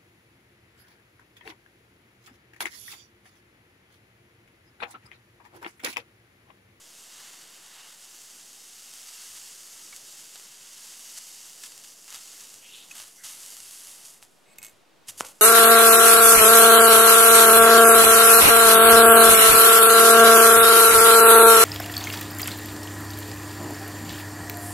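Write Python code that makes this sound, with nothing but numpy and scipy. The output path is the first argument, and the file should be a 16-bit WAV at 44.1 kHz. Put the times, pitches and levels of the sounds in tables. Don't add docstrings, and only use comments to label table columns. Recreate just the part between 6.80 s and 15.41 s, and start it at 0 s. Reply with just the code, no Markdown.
import sys
import numpy as np
from scipy import signal
from scipy.fft import rfft, irfft, next_fast_len
from scipy.io import wavfile
from scipy.ndimage import map_coordinates

SR = 44100
rng = np.random.default_rng(int(sys.argv[2]) if len(sys.argv) > 2 else 0)


def master(y):
    cut = np.clip(np.atleast_2d(y).T, -1, 1)
    pcm = np.round(cut * 32767)
    wavfile.write(sys.argv[1], SR, pcm.astype(np.int16))


def makeup_ratio(level_db):
    decades = np.asarray(level_db, float) / 20
    return 10 ** decades


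N = 379701
TIME = np.arange(N) / SR
FFT_SIZE = next_fast_len(N + SR // 2)
HZ = np.fft.rfftfreq(FFT_SIZE, 1 / SR)


def unit(x):
    return x / np.sqrt(np.mean(x ** 2) + 1e-20)


def along(points, hz):
    f, v = np.transpose(points)
    return np.interp(np.log(hz + 1), np.log(f + 1), v)


def wobble(rate_hz):
    knots = rng.standard_normal(int(N * rate_hz / SR) + 4)
    return map_coordinates(knots, [np.arange(N) * rate_hz / SR])


def filtered(x, response):
    return irfft(rfft(x, FFT_SIZE) * response, FFT_SIZE)[..., :N]


def causal(spectrum):
    cepstrum = irfft(np.log(makeup_ratio(np.maximum(along(spectrum, HZ), -70))))
    cepstrum[1:len(HZ) - 1] *= 2
    cepstrum[len(HZ):] = 0
    return np.exp(rfft(cepstrum))


def snap(spectrum):
    response = causal(spectrum)
    return response / np.abs(irfft(response)).max()


def above(hz, steep=6):
    return 1 / (1 + (hz / (HZ + 1)) ** steep)


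def band(hz, width_hz):
    return 1j * HZ * width_hz / (hz * hz - HZ * HZ + 1j * HZ * width_hz)


def strikes(times, db):
    return np.bincount(np.round(np.asarray(times) * SR).astype(int), makeup_ratio(db), N)[:N]


def ring(hz, db, t60):
    t = np.arange(SR // 4) / SR
    return makeup_ratio(db - 60 * t / t60) * np.sin(2 * np.pi * hz * t) * (1 - np.exp(-t / 0.00069))


# f/Hz, level/dB per Hz
HUM = [(20, 8.5), (30, 6.5), (55, -21), (100, -7), (160, -3), (350, -2.5), (480, -3), (750, -5), (1230, -9),
       (2000, -11.5), (3600, -13), (8000, -22), (15800, -29)]
# f/Hz, correlation
ALIKE = [(30, .78), (100, 0.21), (300, .25), (700, .35), (1500, .6), (4000, 0.73), (12000, 0.13)]
# t/s, level/dB, half-length/s
SWELLS = [
    (0.502, 3.5, 0.33),
    (3.095, 2, 0.28),
    (6.2, 1, 0.18),
]
HUM_DB, RISE_DB_PER_S = -60, .3


def hum():
    turn = np.arccos(np.clip(along(ALIKE, HZ), -1, 1)) / 2
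    stir_db = RISE_DB_PER_S * TIME
    stir_db = stir_db + sum(db * np.exp(-((TIME - s) / half) ** 2) for s, db, half in SWELLS)
    air = rng.standard_normal((2, N)) * makeup_ratio(stir_db + 0.86 * wobble(5))
    mid, side = filtered(air, makeup_ratio(along(HUM, HZ)) * [np.cos(turn), np.sin(turn)])
    return makeup_ratio(HUM_DB) * unit(np.array([mid + side, mid - side]))


# f/Hz, t60/s
SHOP = [(150, 0.51), (1000, 0.42), (4000, 0.16), (12000, 0.19)]


def shop(x):
    hz, t, z = signal.stft(rng.standard_normal((2, SR // 2)), SR, nperseg=256)
    decay = makeup_ratio(-60 * t / along(SHOP, hz)[:, None])
    tail = signal.istft(z * decay, SR, nperseg=256)[1]
    late = np.pad(x, (300, 0))[None]
    return signal.fftconvolve(late, tail / np.linalg.norm(tail[0]), axes=1)[:, :N]


# t/s, peak level/dB
THUDS = [(2.5, -61), (3.128, -63), (3.8, -63), (5.33, -63), (5.74, -62), (6.2, -59), (6.44, -59),
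         (6.8, -61), (7.08, -61), (7.42, -61), (7.93, -60), (7.79, -58), (7.83, -58), (8.285, -51.5),
         (8.35, -61), (8.411, -49), (8.481, -59)]
# f/Hz, level/dB, t60/s
BENCH = [(72, -11, .25), (93.2, -5, .3), (137.5, -8, .2), (170, -13, .15), (288, -11, 0.09)]


def bench():
    boom = sum(ring(*mode) for mode in BENCH)
    return signal.fftconvolve(strikes(*np.transpose(THUDS)), boom)[:N]


# f/Hz, level/dB per Hz
BOARD = [(35, -48), (130, -7), (1310, 3), (2090, -10), (3040, -5), (3670, -23), (4640, -25), (5090, -12),
         (7060, -8), (8320, -13.5), (10800, -10), (12400, -28), (16000, -45)]
KNOCK_S, KNOCK_PEAK_DB = 8.408, -7.5


def knock():
    return -filtered(strikes([KNOCK_S], [KNOCK_PEAK_DB]), snap(BOARD))


# t/s, level/dB
BOUNCES = [
    (8.4145, -31),
    (8.4185, -37),
    (8.4328, -31),
    (8.4375, -39),
    (8.4447, -30),
    (8.4482, -28),
    (8.457, -38),
    (8.465, -43),
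]
# f/Hz, width/Hz, level/dB
SLAB = [(480, 90, 3), (614, 90, 2.5), (950, 140, 6), (1210, 110, -2), (1390, 170, 2), (1590, 200, -6),
        (1950, 300, -8), (2900, 1200, -12), (270, 120, -5)]
SHUDDER_DB, SHUDDER_T60_S, SHUDDER_PEAK_S, BOUNCE_DB = -38, .3, .028, 19


def settling():
    s, db = np.transpose(BOUNCES)
    since = TIME - KNOCK_S
    grit_db = SHUDDER_DB - 60 * np.abs(since - SHUDDER_PEAK_S) / SHUDDER_T60_S + 2.5 * wobble(150)
    grit = (since > 0) * makeup_ratio(grit_db) * rng.standard_normal(N)
    body = 0
    for k, (hz, width_hz, level_db) in enumerate(SLAB):
        body = body + (-1) ** k * makeup_ratio(level_db) * band(hz, width_hz)
    return filtered(grit + strikes(s, db + BOUNCE_DB), body)


# t/s, level/dB, f/Hz, t60/s
PINGS = [(3.128, -38.5, 2240, 0.044), (3.128, -50, 6530, .05), (6.1118, -31, 2560, 0.029),
         (6.1115, -41, 6470, .05), (7.585, -55, 730, .04), (8.032, -55, 720, .04), (7.838, -50, 6449, .09),
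         (7.866, -48, 6440, .09), (4.835, -44.5, 1710, .06), (4.835, -40, 2720, 0.044),
         (4.837, -45, 3400, .04), (4.837, -39, 5600, .04)]


def pings():
    return sum(signal.fftconvolve(strikes([s], [db]), ring(hz, 0, t60))[:N] for s, db, hz, t60 in PINGS)


# t/s, middle modes level/dB, low modes rel/dB, top modes rel/dB, crack rel/dB
RATTLE = [(7.7825, -50, 0, -3, 8), (7.785, -41, 4, 3, 11), (7.8175, -48, 9, -12, 6),
          (7.829, -39, -4, 3, 10), (7.836, -46, 7, -2, 11), (7.8382, -46, 6, -4, 11),
          (7.8478, -40, -5, 6, 10), (7.856, -45, -3, 4, 7), (7.866, -45, -6, -4, 12), (7.883, -49, 0, 1, 8),
          (7.8945, -53, 0, 4.5, 4)]
# f/Hz, level/dB, t60/s
STRIP = [(2191, -4, .07), (2540, -2, .06), (3820, -12, .04), (4400, 0, .012), (6449, -10, .07),
         (7483, -4, .08), (7760, 5, .02), (8050, 8, .016), (8260, 5, .014), (9900, 0, .012),
         (12080, -5, .07), (13450, -14, .03)]
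DRAG_S, DRAG_LENGTH_S, EDGE_S, DRAG_T60_S = 7.645, .1, 0.011, 0.023
DRAG_DB, DRAG_SWELL_DB, DRAG_LOW_DB = -74, 17, (12, 0)
CHATTER_DB, CHATTER_HZ = 1.5, 249.4


def strip():
    s, db, low_db, top_db, crack_db = np.transpose(RATTLE)
    done = np.clip((TIME - DRAG_S) / DRAG_LENGTH_S, 0, 1)
    touch = np.clip(np.minimum(TIME - DRAG_S, DRAG_S + DRAG_LENGTH_S - TIME) / EDGE_S, 0, 1)
    drag = touch * makeup_ratio(DRAG_DB + DRAG_SWELL_DB * done)
    drag_low_db = np.interp(done, (0, 1), DRAG_LOW_DB)

    crack_decay = makeup_ratio(-60 * np.arange(SR // 50) / SR / 0.008)
    grit = signal.fftconvolve(strikes(s, db + crack_db), crack_decay)[:N]
    colour = snap(BURST) * (0.76 + 0.27 * above(7600)) * (1 - .6 * np.abs(band(5500, 1500)))
    out = filtered(grit * rng.standard_normal(N), colour) * 0.55

    for hz, level_db, t60 in STRIP:
        tilt_db = low_db if hz < 4000 else top_db if hz > 10000 else 0
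        push = strikes(s, db + tilt_db + 1.5 * rng.standard_normal(len(s)))
        rub_db = (drag_low_db if hz < 4000 else -5) - 21
        rub = drag * makeup_ratio(rub_db) * rng.standard_normal(N)
        sung = signal.fftconvolve(push, ring(hz, level_db - 5, t60))[:N]
        sung = sung + signal.fftconvolve(rub, ring(hz, level_db, DRAG_T60_S))[:N]
        out += sung * makeup_ratio(CHATTER_DB * wobble(CHATTER_HZ))
    return out


# start t/s, length/s, peak level/dB, first f/Hz, last f/Hz
JETS = [
    (.93, 0.19, -58, 2760, 2900),
    (5.805, .1, -52, 2750, 3000),
    (5.864, 0.074, -54, 2750, 2900),
    (5.885, .18, -47, 3200, 3500),
    (5.971, .12, -53.5, 3310, 3200),
    (6.365, .13, -59, 2064, 1950),
    (6.381, 0.11, -60, 1600, 1500),
    (6.345, .07, -56, 6000, 5800),
]
JET_WIDTH = (.15, .55, 0.116, .5, .4, .14, .3, .1)
JET_DROP_DB, JET_PEAK = 11.5, 0.44


def jets():
    out = np.zeros(N)
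    for (s, length, db, first_hz, last_hz), width in zip(JETS, JET_WIDTH):
        done = np.clip((TIME - s) / length, 0, 1)
        blowing = (done > 0) & (done < 1)
        hz = first_hz + (last_hz - first_hz) * done
        place = np.cumsum(width * hz * blowing) / SR
        a, b = (map_coordinates(k, [place], order=1) for k in rng.standard_normal((2, SR)))
        phase = 2 * np.pi * np.cumsum(hz) / SR
        swell_db = db - JET_DROP_DB * ((done - JET_PEAK) / JET_PEAK) ** 2
        gain = blowing * makeup_ratio(swell_db + 1.1 * wobble(60))
        out += gain * (a * np.cos(phase) + b * np.sin(phase))
    return out


# t/s, peak level/dB
DEEP_POPS = [(3.1274, -34), (3.5581, -35), (3.5982, -38), (4.8372, -40), (5.3264, -33), (5.3452, -32),
             (6.201, -33), (7.4268, -34), (8.4035, -30), (8.4481, -38)]
# f/Hz, level/dB per Hz
DEEP = [(120, -20), (450, -4), (1500, 0), (2800, 0), (4500, -9), (9000, -24)]


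def deep_pops():
    return filtered(strikes(*np.transpose(DEEP_POPS)), -snap(DEEP))


# t/s, peak level/dB
POPS = [(1.2457, -29), (2.5642, -26), (4.3731, -30), (4.3772, -30), (4.3798, -28), (4.384, -30),
        (4.8372, -29), (4.838, -32), (4.84, -33), (4.846, -31), (4.8642, -29), (4.8965, -34), (5.075, -28),
        (5.2436, -29), (5.2796, -33), (5.8258, -33), (6.005, -34), (6.0987, -37), (6.1526, -27),
        (6.1655, -28), (6.199, -27), (6.4505, -27), (6.4615, -27), (6.7043, -29), (7.8288, -26),
        (7.8478, -26), (8.4512, -24), (8.468, -27), (8.487, -33), (1.732, -28), (2.1382, -23.5),
        (3.147, -31), (3.1635, -19.5), (3.4036, -31), (3.5581, -26), (4.3865, -20.5), (4.8352, -32),
        (4.9204, -31), (4.9784, -24), (5.3046, -20), (5.3264, -21), (5.3452, -20.5), (5.3593, -23),
        (5.3615, -23), (5.7418, -25), (6.201, -24), (6.2189, -26), (6.4399, -21), (6.4444, -24),
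        (6.4685, -22), (6.6622, -22), (6.7686, -20.5), (6.7766, -24), (6.8034, -22), (6.9105, -22),
        (7.0711, -24), (7.095, -28), (7.4268, -30), (7.4502, -35),
        (.8636, -31), (1.2248, -32), (3.1684, -30), (3.1996, -31), (3.2361, -31), (3.2768, -32),
           (3.2828, -31), (3.297, -31), (3.3069, -31), (3.5478, -30), (3.578, -28), (3.5982, -28),
           (4.4693, -29), (4.4732, -29), (4.6051, -28), (4.6159, -28), (4.7326, -28), (4.8387, -24),
           (4.8624, -27), (4.9902, -32), (4.9997, -29), (5.0386, -30), (5.0443, -31), (5.2808, -31),
           (5.3393, -26), (5.3465, -25), (5.353, -26), (5.3883, -26), (5.6709, -29), (5.7607, -33),
           (5.8451, -32), (6.437, -28), (6.4418, -31), (6.4468, -27), (6.4492, -26), (6.6331, -29),
           (6.7063, -29), (6.7222, -28), (6.7342, -27), (6.9417, -28), (6.9496, -28), (7.0495, -29),
           (7.1823, -31), (7.2578, -26), (7.3449, -36), (8.2725, -40), (8.2762, -40), (8.2845, -25),
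           (8.2865, -28), (8.2883, -28), (8.2947, -26), (8.4035, -25), (8.59, -45), (8.598, -44)]
# t/s, peak level/dB
LAST_DROPS = [(8.293, -22), (8.2969, -27), (8.3011, -28), (8.304, -26), (8.3056, -31), (8.3089, -32),
              (8.3205, -37), (8.3816, -31), (8.3854, -29), (8.3878, -29), (8.3895, -32), (8.3998, -28),
              (8.4063, -24), (8.4124, -32), (8.4268, -35), (8.4311, -37), (8.4481, -29), (8.4541, -31),
              (8.46, -32), (8.4626, -33), (8.4672, -28), (8.4705, -31), (8.4734, -33), (8.4751, -33),
              (8.4775, -34), (8.4808, -35), (8.4862, -30), (8.5026, -37), (8.5064, -37), (8.5093, -38)]
STRAY_FROM_S, STRAY_TO_S, STRAY_LATE, STRAY_DB, STRAY_SPREAD_DB = .6, 6.7, .65, 12, 4


def pops(power, count=55):
    luck = rng.random((count, 2))
    stray_s = STRAY_FROM_S + (STRAY_TO_S - STRAY_FROM_S) * luck[:, 0] ** STRAY_LATE
    boil_db = 10 * np.log10(np.interp(stray_s, TIME, power[2]))
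    stray_db = boil_db + STRAY_DB + STRAY_SPREAD_DB * luck[:, 1] ** 2
    s, db = np.hstack([np.transpose(POPS + LAST_DROPS), [stray_s, stray_db]])
    clicks = strikes(s, db - 2.4) - strikes(s + 0.00055, db - 22)
    return filtered(clicks, snap(BURST) * (0.62 + 0.4 * above(2300, 4)))


# t/s, level/dB, bubble size step/dB
SIMMER = [(0, -55, 2), (.2, -52.5, 0), (1.0, -54.5, 2), (1.67, -53, -1), (2.44, -46.5, 0), (2.8, -48.8, -2),
          (3.5, -49.5, -1), (3.8, -52, 1.5), (4.05, -48, 0), (4.35, -47.5, -2.5), (4.78, -49.3, -2),
          (5.27, -54.5, -4), (5.8, -56.5, -3), (6.43, -56.5, -4), (6.45, -49, -.5), (7.1, -49.5, 0),
          (7.3, -57, 1.5), (7.42, -80, 3)]
# peak t/s, peak level/dB, rise/(s per 10 dB), fall/(s per 10 dB), size step/dB
SURGES = [(.4, -53, .15, .4, 9), (1.0, -57, .2, .17, 14), (1.4, -51.5, .25, .4, -1),
          (2.57, -49, .02, .02, 0), (3.128, -59, .002, .02, 19), (3.17, -50, .02, .012, -1.5),
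          (3.557, -54, .004, .014, 15), (4.376, -42, .008, .012, 2), (4.385, -43, .02, .004, 0),
          (4.836, -40, .002, .02, 1), (4.866, -44.5, .04, .012, 0), (4.921, -48, .003, .005, 2),
          (5.047, -49, .006, .004, 2), (5.122, -52, .004, .005, 0), (5.08, -55.5, .1, .08, -4),
          (5.28, -49.5, .003, .1, 4), (5.355, -42, .04, .03, 4), (5.41, -49, .03, .35, -1.5),
          (5.625, -48.5, .15, .11, 0), (5.96, -54, .1, .1, 2), (6.115, -50, .02, .025, 6),
          (6.153, -46.5, .002, .06, 5), (6.205, -45, .05, .04, 6), (6.27, -55, .04, .05, 5),
          (6.446, -44, .005, .12, 3), (7.25, -48.5, .008, .1, -2.5)]
# peak t/s, peak level/dB, rise/(s per 10 dB), fall/(s per 10 dB), size step/dB
SPITS = [(7.4205, -51, .001, .002, -2), (7.4237, -54, .001, .002, -4), (7.427, -57, .001, .035, 5),
         (7.433, -49, .002, .003, -6), (7.52, -69.5, .05, .25, -4), (7.758, -62, .001, .004, 14),
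         (7.845, -56, .025, .06, 4), (8.274, -54, .002, .02, 0), (8.284, -40, .001, .014, 1),
         (8.293, -36.5, .008, .008, 2.5), (8.307, -45, .012, .003, 2), (8.32, -56, .01, .03, 0),
         (8.378, -45, .002, .05, -5), (8.395, -46, .02, .01, 0), (8.406, -38, .006, .003, 6),
         (8.415, -44, .003, .012, 2), (8.449, -46, .002, .02, 4), (8.47, -47, .02, .02, 2),
         (8.487, -49, .004, .02, 2), (8.515, -53, .03, .012, 0), (8.55, -62, .03, .3, -2),
         (8.33, -62, .01, .1, 6)]
COARSE_DB, MEDIUM_DB, FINEST_DB = -14, -7.5, -6
MEDIUM_GROWS, FINEST_GROWS = 0.61, -0.04


def boiling(size=16):
    grows = np.array([[1], [MEDIUM_GROWS], [0], [FINEST_GROWS]])
    base_db = np.array([[COARSE_DB], [MEDIUM_DB], [0], [FINEST_DB]])
    s, level_db, size_db = np.transpose(SIMMER)
    level_db, size_db = np.interp(TIME, s, level_db), np.interp(TIME, s, size_db)
    calm = makeup_ratio(level_db + base_db + grows * size_db) ** 2

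    t = TIME[::size]
    events = SURGES + SPITS
    gain = []
    for s, db, rise, fall, _ in events:
        below_db = 10 * np.maximum((s - t) / abs(rise), (t - s) / abs(fall))
        gain.append(makeup_ratio(db - below_db) ** 2)
    class_power = makeup_ratio(base_db + grows * np.transpose(events)[4]) ** 2
    wild = np.repeat(class_power @ np.array(gain), size, axis=1)[:, :N]
    power = calm + wild
    return power, wild[2] / power[2]


# f/Hz, level/dB per Hz
BURST = [(350, -41.5), (700, -13), (1200, -8), (2050, -7.5), (2450, -11), (2800, -4), (3700, -6),
         (4100, -8), (4800, -2.5), (7100, 0), (10500, -4.5), (11800, -6), (13200, -9), (15600, -19)]
CALM_DB, WILD_DB = 1.5, 3
THIN_S, THIN_SPAN_S, THIN_DB, THIN_TOP_HZ = 6.1, .5, 5.5, 12600


def sizzle(power, surging):
    luck = rng.random((3, N))
    spiky_db = np.clip(CALM_DB + (WILD_DB - CALM_DB) * surging, 0, 3.5)
    size_db = -spiky_db * np.log(1 - .995 * luck[0])
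    bursts = (luck[1] < .12) * np.sign(luck[2] - .5) * makeup_ratio(size_db)
    bursts *= np.sqrt(1 - spiky_db * np.log(10) / 10)
    stream = unit(bursts) + .5 * rng.standard_normal(N)
    stream *= makeup_ratio(0.36 * wobble(18) + 0.5 * wobble(60))

    colour = causal(BURST)
    low, mid, top = above(2125, 9.5), above(4390, 17.0), above(9070, 9.3)
    thinned = makeup_ratio(THIN_DB * (1 + np.tanh((TIME - THIN_S) / THIN_SPAN_S)) / 2) - 1
    film = unit(filtered(stream, colour * top * (1 - above(THIN_TOP_HZ, 22))))
    out = thinned * np.sqrt(power[3]) * film
    for share, p in zip([1 - low, low - mid, mid - top, top], power):
        out += np.sqrt(p) * unit(filtered(stream, colour * share))
    return out


# f/Hz, width/Hz, share
SEAM = [(2105, 140, 0.16), (2440, 200, -0.16), (2610, 140, 0.33), (3570, 120, -.3), (3760, 120, 0.45),
        (3980, 130, -0.53), (4190, 200, 0.35), (4570, 170, 0.2), (5140, 140, -.2), (5490, 100, -0.19),
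        (6020, 100, -0.17), (8980, 210, -0.43), (11900, 180, -.35), (12790, 150, .35)]
# delay/ms, share
ECHOES = [(1.77, -0.004), (2.4, 0.034), (2.53, -0.013), (6.21, 0.036), (8.5, -0.064), (8.59, .08)]


def nearby(x):
    seam = 1 + sum(share * band(hz, width_hz) for hz, width_hz, share in SEAM)
    echo = 1 + sum(share * np.exp(-2j * np.pi * HZ * ms / 1000) for ms, share in ECHOES)
    return filtered(x, seam * echo)


# f/Hz, level/dB
TILT = [(1500, -38), (4000, -29), (8000, -29), (15000, -29)]
ASIDE_DB = 9


def scene():
    power, surging = boiling()
    flux = nearby(sizzle(power, surging) + pops(power) + deep_pops() + jets())
    metal = strip() + pings() + settling()
    blow = knock() + bench()
    walls = 1 - .62 * above(1500, 2.1)
    far = filtered(makeup_ratio(-15) * (flux + metal) + makeup_ratio(-18) * blow, walls)
    apart = filtered(flux + makeup_ratio(ASIDE_DB) * (metal + blow), makeup_ratio(along(TILT, HZ))) * [[-1], [1]]
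    return flux + metal + blow + apart + shop(far) + hum()


def top_cut(x):
    return signal.sosfilt(signal.butter(12, 16460, fs=SR, output="sos"), x)


TOP_HZ = 15800


def record(dry):
    bass_cut = signal.freqs(*signal.butter(2, 90, "high", analog=True), HZ)[1]
    heard = filtered(dry, bass_cut * (HZ < TOP_HZ))
    return top_cut(heard - .0005)


dry = scene()
out = record(dry)
master(out)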